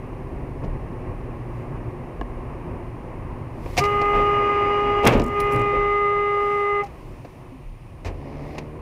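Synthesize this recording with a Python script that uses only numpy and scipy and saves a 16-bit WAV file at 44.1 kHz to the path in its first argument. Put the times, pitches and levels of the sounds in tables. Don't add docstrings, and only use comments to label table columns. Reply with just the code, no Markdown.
import sys
import numpy as np
from scipy import signal
from scipy.fft import rfft, irfft, next_fast_len
from scipy.io import wavfile
from scipy.ndimage import uniform_filter1d

SR = 44100
rng = np.random.default_rng(int(sys.argv[2]) if len(sys.argv) > 2 else 0)


def log_audio(samples):
    frames = np.atleast_2d(samples).T
    limited = np.clip(frames, -1, 1)
    pcm = np.round(limited * 32767).astype(np.int16)
    wavfile.write(sys.argv[1], SR, pcm)


N = 388521
T = np.arange(N) / SR

# (time [s], rumble [dB], roar [dB])
TYRE_LEVELS = [(0, -34.5, -39), (.7, -31.5, -37.5), (2.8, -35.5, -37.5), (3.7, -32, -38), (4.5, -34, -33.5),
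               (5.55, -33.5, -36), (6.15, -39.5, -43.5), (7.35, -42, -45.5), (7.8, -41.5, -50),
               (8.55, -38.5, -41)]
# (frequency [Hz], level [dB])
HISS_COLOUR = [(2000, 11), (3300, 0.5), (5300, -0.5), (7500, -6), (12000, -7), (15500, -9)]
PRESS_S, JOLT_S, LET_GO_S = 3.792, 5.07, 6.812


def horn(pitch_hz=409.4, sag_hz_per_s=.22, scoop_hz=25.9, level_db=-23.5, duck_db=-14.5):
    hz = pitch_hz - sag_hz_per_s * np.maximum(T - PRESS_S, 0) - scoop_hz * fade(PRESS_S, 0.01615)
    wobble_hz = .35 * walk(16) + 1.05 * walk(300)
    phase = 2 * np.pi * np.cumsum(hz + wobble_hz) / SR
    recovery = ramp(JOLT_S + 0.15, 0.17)
    duck = undb(duck_db * (ramp(JOLT_S, 0.015) - recovery))
    gain = ramp(PRESS_S, 0.035) * duck
    tone = undb(level_db) * horn_partials(phase, recovery) * fade(LET_GO_S, 0.012)
    haze = horn_haze(phase) * fade(LET_GO_S, 0.054)
    return gain * (tone + haze) + horn_buzz(phase) + horn_release()


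def horn_partials(phase, recovery, waver_db=0.67, flutter=0.076):
    # (multiple of the pitch, level before the jolt [dB], level after it [dB])
    partials = [(1, -0.6, -0.3), (2, -7.2, -11), (3, 0.5, -1.3), (4, -22.5, -26), (5, -9.5, -8.5),
                (6, -21.5, -34), (7, -18.5, -26.5), (8, -38, -38.5), (9, -46, -41), (10, -54, -50),
                (12, -45, -49.5)]
    out = np.zeros(N)
    for order, before_db, after_db in partials:
        db = before_db + recovery * (after_db - before_db) + waver_db * np.sqrt(order) * walk(6)
        if order == 5:
            db += (-5.5 + 2.6 * walk(90)) * ramp(4.07, .25) * (1 - recovery)
        shake = 1 + flutter * np.sqrt(order) * (1 - recovery / 2) * walk(45)
        out += np.sqrt(2) * undb(db) * shake * np.sin(order * phase + rng.uniform(0, 2 * np.pi))
    return out


def horn_buzz(phase, start_s=5.33, length_s=0.4, level_db=-43):
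    envelope = ramp(start_s, .05) * fade(start_s + length_s, 0.034) * (1 + 0.26 * walk(90))
    return np.sqrt(2) * undb(level_db) * envelope * np.sin(6 * phase)


def horn_release(peak_s=6.838, peak_db=-24, hz=805, ring_s=0.016):
    return undb(peak_db) * np.exp(-abs(T - peak_s) / ring_s) * np.sin(2 * np.pi * hz * T)


def horn_haze(phase, level_db=-32, grit=0.42, roar_share=0.58):
    # (frequency [Hz], level [dB])
    colour = [(250, -14), (440, -1), (495, 3.5), (560, -0.5), (610, -0.5), (690, -3), (930, -6),
              (1150, 5.5), (1330, -3.5), (1500, -14.5), (1750, -7.5), (2130, -1.5), (2400, -6.5),
              (2850, -9.5), (3400, -27.5), (6000, -33), (14000, -58.5)]
    _, roar_db = curves(TYRE_LEVELS)
    haze = unit(noise(colour) * (1 + grit * np.cos(phase)))
    return haze * undb(level_db + roar_share * (roar_db - roar_db.max()))


def body_thumps():
    # (time [s], level [dB], contact [s], treble tilt [dB per octave])
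    thumps = [(.62, -29, .03, -3.5), (2.188, -34, 0.025, -5), (3.78, -25.5, 0.018, -3),
              (4.13, -28, 0.073, 1), (5.03, -26, .01, 3), (5.041, -16.5, 0.021, 1.5),
              (5.063, -6, 0.012, 2.5), (5.105, -19, 0.04, 1.5), (5.15, -17.5, 0.052, -2.5),
              (5.525, -26.5, 0.079, -2), (5.73, -30.5, 0.041, -0.5), (8.052, -31.5, 0.045, -1.5)]
    # (frequency [Hz], level [dB])
    colour = [(25, -11), (60, -1.5), (130, -4), (330, 0), (500, -2.5), (900, -9), (1500, -20), (2600, -20),
              (4000, -38), (8000, -54.5), (15000, -61.5)]
    return blows(thumps, colour, rise_s=0.0013, ring_s=0.024)


def trim_knocks():
    # (time [s], level [dB], contact [s], treble tilt [dB per octave])
    knocks = [(.638, -53, .012, 3.5), (2.212, -22, 0.003, -9), (3.659, -29, 0.0039, -4),
              (3.768, -25, 0.0048, 2.5), (3.776, -17.5, 0.015, 4), (3.838, -25, .003, 2),
              (3.85, -32, 0.0074, 3), (4.014, -25.5, 0.0054, -.5), (5.052, -28, .001, 13),
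              (5.073, -12, 0.00085, 11), (5.123, -25.5, .016, -1), (5.196, -27, 0.0028, 2.5),
              (5.218, -27, 0.0018, .5), (5.4, -30.5, 0.0047, 2.5), (5.521, -43, 0.0027, 18),
              (6.835, -50.5, 0.0093, 8), (6.86, -55, .01, 6), (7.247, -39, .008, -1.5),
              (8.047, -35, 0.029, 1.5), (8.549, -40, 0.0087, -1), (8.581, -27.5, 0.0058, 1)]
    # (frequency [Hz], level [dB])
    colour = [(120, -33), (200, -4.5), (630, 4.5), (769, 4.5), (1330, -13.5), (2380, -5.5), (2560, -9),
              (3360, -20), (4260, -18.5), (5200, -20), (5910, -21), (8200, -34), (13200, -43.5),
              (15500, -49)]
    return blows(knocks, colour, rise_s=0.00044, ring_s=0.0064)


def panel_booms(decay_at_100_hz_s=0.043, damping=0.32):
    # (time [s], level [dB], frequency [Hz])
    booms = [(.66, -19.5, 32.5), (2.19, -22.5, 48.45), (3.776, -16.5, 717), (3.795, -22.5, 141.7),
             (4.14, -16.5, 35), (5.044, -14.5, 239), (5.075, -12.5, 124), (5.141, -15, 35.5),
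             (5.15, -9.5, 234), (5.25, -21, 239), (5.549, -16, 122.3), (5.731, -22, 510),
             (5.76, -22.5, 37.8), (7.52, -31.5, 262), (7.651, -24, 32.3), (8.052, -21, 87), (8.06, -24, 40)]
    out, t = np.zeros(N), T[:SR // 2]
    for s, db, hz in booms:
        decay_s = decay_at_100_hz_s * (hz / 100) ** -damping
        envelope = np.exp(-t / decay_s) * (1 - np.exp(-2 * hz * t))
        add(out, s, undb(db) * envelope * np.sin(2 * np.pi * hz * t))
    return out


def plastic_clacks():
    # (time [s], level [dB])
    clacks = [(2.213, -23.5), (8.581, -33)]
    # (frequency [Hz], level [dB], decay [s])
    modes = [(1076, 0.5, 0.0053), (1680, -4, .0036), (2840, -15, 0.0041)]
    return strikes(clacks, modes)


def metal_jingle():
    # (time [s], level [dB])
    jingles = [(5.402, -38.5), (5.531, -48)]
    # (frequency [Hz], level [dB], decay [s])
    modes = [(6340, -18, .008), (9950, 5, 0.012), (13250, -4, .016), (14050, -6, .01), (15300, -6, .014)]
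    return strikes(jingles, modes) * walk(400)


def trim_chatter(ticks_per_s=280, decay_s=0.0012):
    # (start [s], end [s], level [dB])
    spells = [(5.064, 5.288, -51), (5.512, 5.62, -49)]
    # (frequency [Hz], level [dB])
    colour = [(2000, 1), (4000, -1), (8000, 3), (13500, -7), (15500, -4)]
    shaking = sum(undb(db) * ((T > start) & (T < end)) for start, end, db in spells)
    ticks = (rng.random(N) < ticks_per_s / SR) * rng.uniform(0, 1.85, N)
    envelope = signal.lfilter([1], [1, -np.exp(-1 / (decay_s * SR))], ticks)
    return shaking * envelope * noise(colour)


def tyres(flutter_db=1.0, hiss_db=-65):
    # (frequency [Hz], level [dB])
    rumble_colour = [(18, -8.5), (33, 4), (55, -2.5), (78, -3.5), (103, 0), (140, -2), (175, -8.5),
                     (210, -16.5)]
    roar_colour = [(120, -28.5), (200, -10.5), (235, 2), (320, -0.5), (370, 3), (435, -7.5), (490, -3),
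                   (600, -6), (820, -8.5), (1080, -7), (1400, -21.5), (2000, -19.5), (2800, -28),
                   (3500, -54.5)]
    rumble_db, roar_db = curves(TYRE_LEVELS)
    surface_db = flutter_db * walk(14)
    hiss = noise(HISS_COLOUR) * undb(hiss_db)
    rumble = noise(rumble_colour) * undb(rumble_db + surface_db)
    roar = noise(roar_colour) * undb(roar_db + 0.73 * surface_db)
    return rumble + roar + hiss


def engine(cruise_db=-38.5, lift_off_s=2.45, coast_db_per_s=6, pull_s=8.08, pull_db=-37.5):
    # (time [s], firing rate [Hz])
    speed = [(0, 64.37), (.6, 66.86), (1.3, 59.96), (3.6, 59), (6.5, 52), (8.16, 70.4), (8.81, 76.95)]
    # (multiple of the firing rate, level [dB])
    orders = [(1, -6.5), (2, -2), (3, -14), (4, -8), (5, -13), (6, -9.5), (7, -13), (8, -14)]
    # (frequency [Hz], level [dB])
    intake_colour = [(170, -6), (280, 6.5), (380, -5.5), (470, -14), (560, -1.5), (750, -6), (1100, -17.5),
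                     (1400, -28.5), (2100, -15.5), (3300, -33), (5200, -32), (7000, -45)]
    firing_hz, = curves(speed)
    cruise = undb(cruise_db - coast_db_per_s * np.maximum(T - lift_off_s, 0))
    pull = undb(pull_db) * ramp(pull_s, .12)
    intake_cruise = cruise * undb(-19.5)
    intake_pull = undb(pull_db) * (1 - fade(pull_s, 0.18)) * fade(8.59, 0.054)
    unsteady_hz = firing_hz * (1 + 0.00768 * walk(25))
    phase = 2 * np.pi * np.cumsum(unsteady_hz) / SR
    drone = sum(undb(db + 1.5 * walk(14)) * np.sin(order * phase + rng.uniform(0, 2 * np.pi))
                for order, db in orders)
    intake = noise(intake_colour) * (1 + 0.25 * np.cos(phase))
    return unit(drone) * (cruise + pull) + unit(intake) * (intake_cruise + intake_pull)


def clothing():
    # (time [s], peak [dB], half length [s])
    rustles = [(1.58, -65, .07), (3.785, -49.5, 0.16), (4.1, -58, 0.33), (5.4, -59.5, .3),
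               (6.529, -57.5, 0.19), (7.103, -62.5, 0.39), (8.49, -63, .1)]
    power = sum(undb(db) ** 2 * np.exp(-2 * ((T - s) / half) ** 2) for s, db, half in rustles)
    return noise(HISS_COLOUR) * np.sqrt(power)


def blower(level_db=-60):
    # (frequency [Hz], level [dB])
    colour = [(500, -1.5), (1000, 3.5), (1600, -10.5), (2050, -5.5), (2450, 3.5), (2950, -3.5), (3400, -13)]
    return noise(colour) * undb(level_db)


def blows(table, colour, rise_s, ring_s):
    out, t = np.zeros(N), T[:SR // 2]
    for s, db, contact_s, tilt_db in table:
        attack = 1 - np.exp(-t / rise_s)
        tail = np.exp(-np.maximum(t - contact_s, 0) / np.sqrt(contact_s * ring_s))
        add(out, s, undb(db) * attack * tail * noise(colour, tilt_db, size=len(t)))
    return out


def strikes(table, modes):
    out, t = np.zeros(N), T[:SR // 2]
    ring = sum(undb(db) * np.sin(2 * np.pi * hz * t) * np.exp(-t / decay) for hz, db, decay in modes)
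    for s, db in table:
        add(out, s, undb(db) * ring)
    return out


def noise(colour, tilt_db=0, size=N):
    length = next_fast_len(size)
    octave = np.log2(np.maximum(np.fft.rfftfreq(length, 1 / SR), 1))
    hz, db = np.transpose(colour)
    inside = np.clip(octave, np.log2(hz[0]), np.log2(hz[-1]))
    gain = undb(np.interp(inside, np.log2(hz), db) + tilt_db * inside - 30 * abs(octave - inside))
    return unit(irfft(rfft(rng.standard_normal(length)) * gain, length)[:size])


def walk(rate_hz):
    hold = max(int(SR / rate_hz), 1)
    steps = np.repeat(rng.standard_normal(N // hold + 1), hold)
    return unit(uniform_filter1d(uniform_filter1d(steps, hold), hold)[:N])


def curves(table):
    s, *columns = np.transpose(table)
    return [np.interp(T, s, column) for column in columns]


def ramp(start_s, length_s):
    return np.clip((T - start_s) / length_s, 0, 1)


def fade(start_s, decay_s):
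    return np.exp(-np.maximum(T - start_s, 0) / decay_s)


def add(out, s, x):
    i = int(s * SR)
    out[i:i + len(x)] += x[:len(out) - i]


def undb(db):
    return 10 ** (np.asarray(db) / 20)


def unit(x):
    return x / np.sqrt(np.mean(x ** 2))


def scene():
    impacts = body_thumps() + trim_knocks() + panel_booms()
    rattles = plastic_clacks() + metal_jingle() + trim_chatter()
    driving = tyres() + blower() + engine()
    return (horn() + impacts + rattles + driving + clothing())[None]


def record(dry, whine_hz=9518, whine_db=-75.5, ceiling=0.53, top_hz=15550):
    x = dry + np.sqrt(2) * undb(whine_db) * np.sin(2 * np.pi * whine_hz * T)
    limited = x / (1 + (x / ceiling) ** 6) ** (1 / 6)
    return signal.sosfilt(signal.ellip(10, .2, 80, top_hz, fs=SR, output="sos"), limited)


dry = scene()
out = record(dry)
log_audio(out)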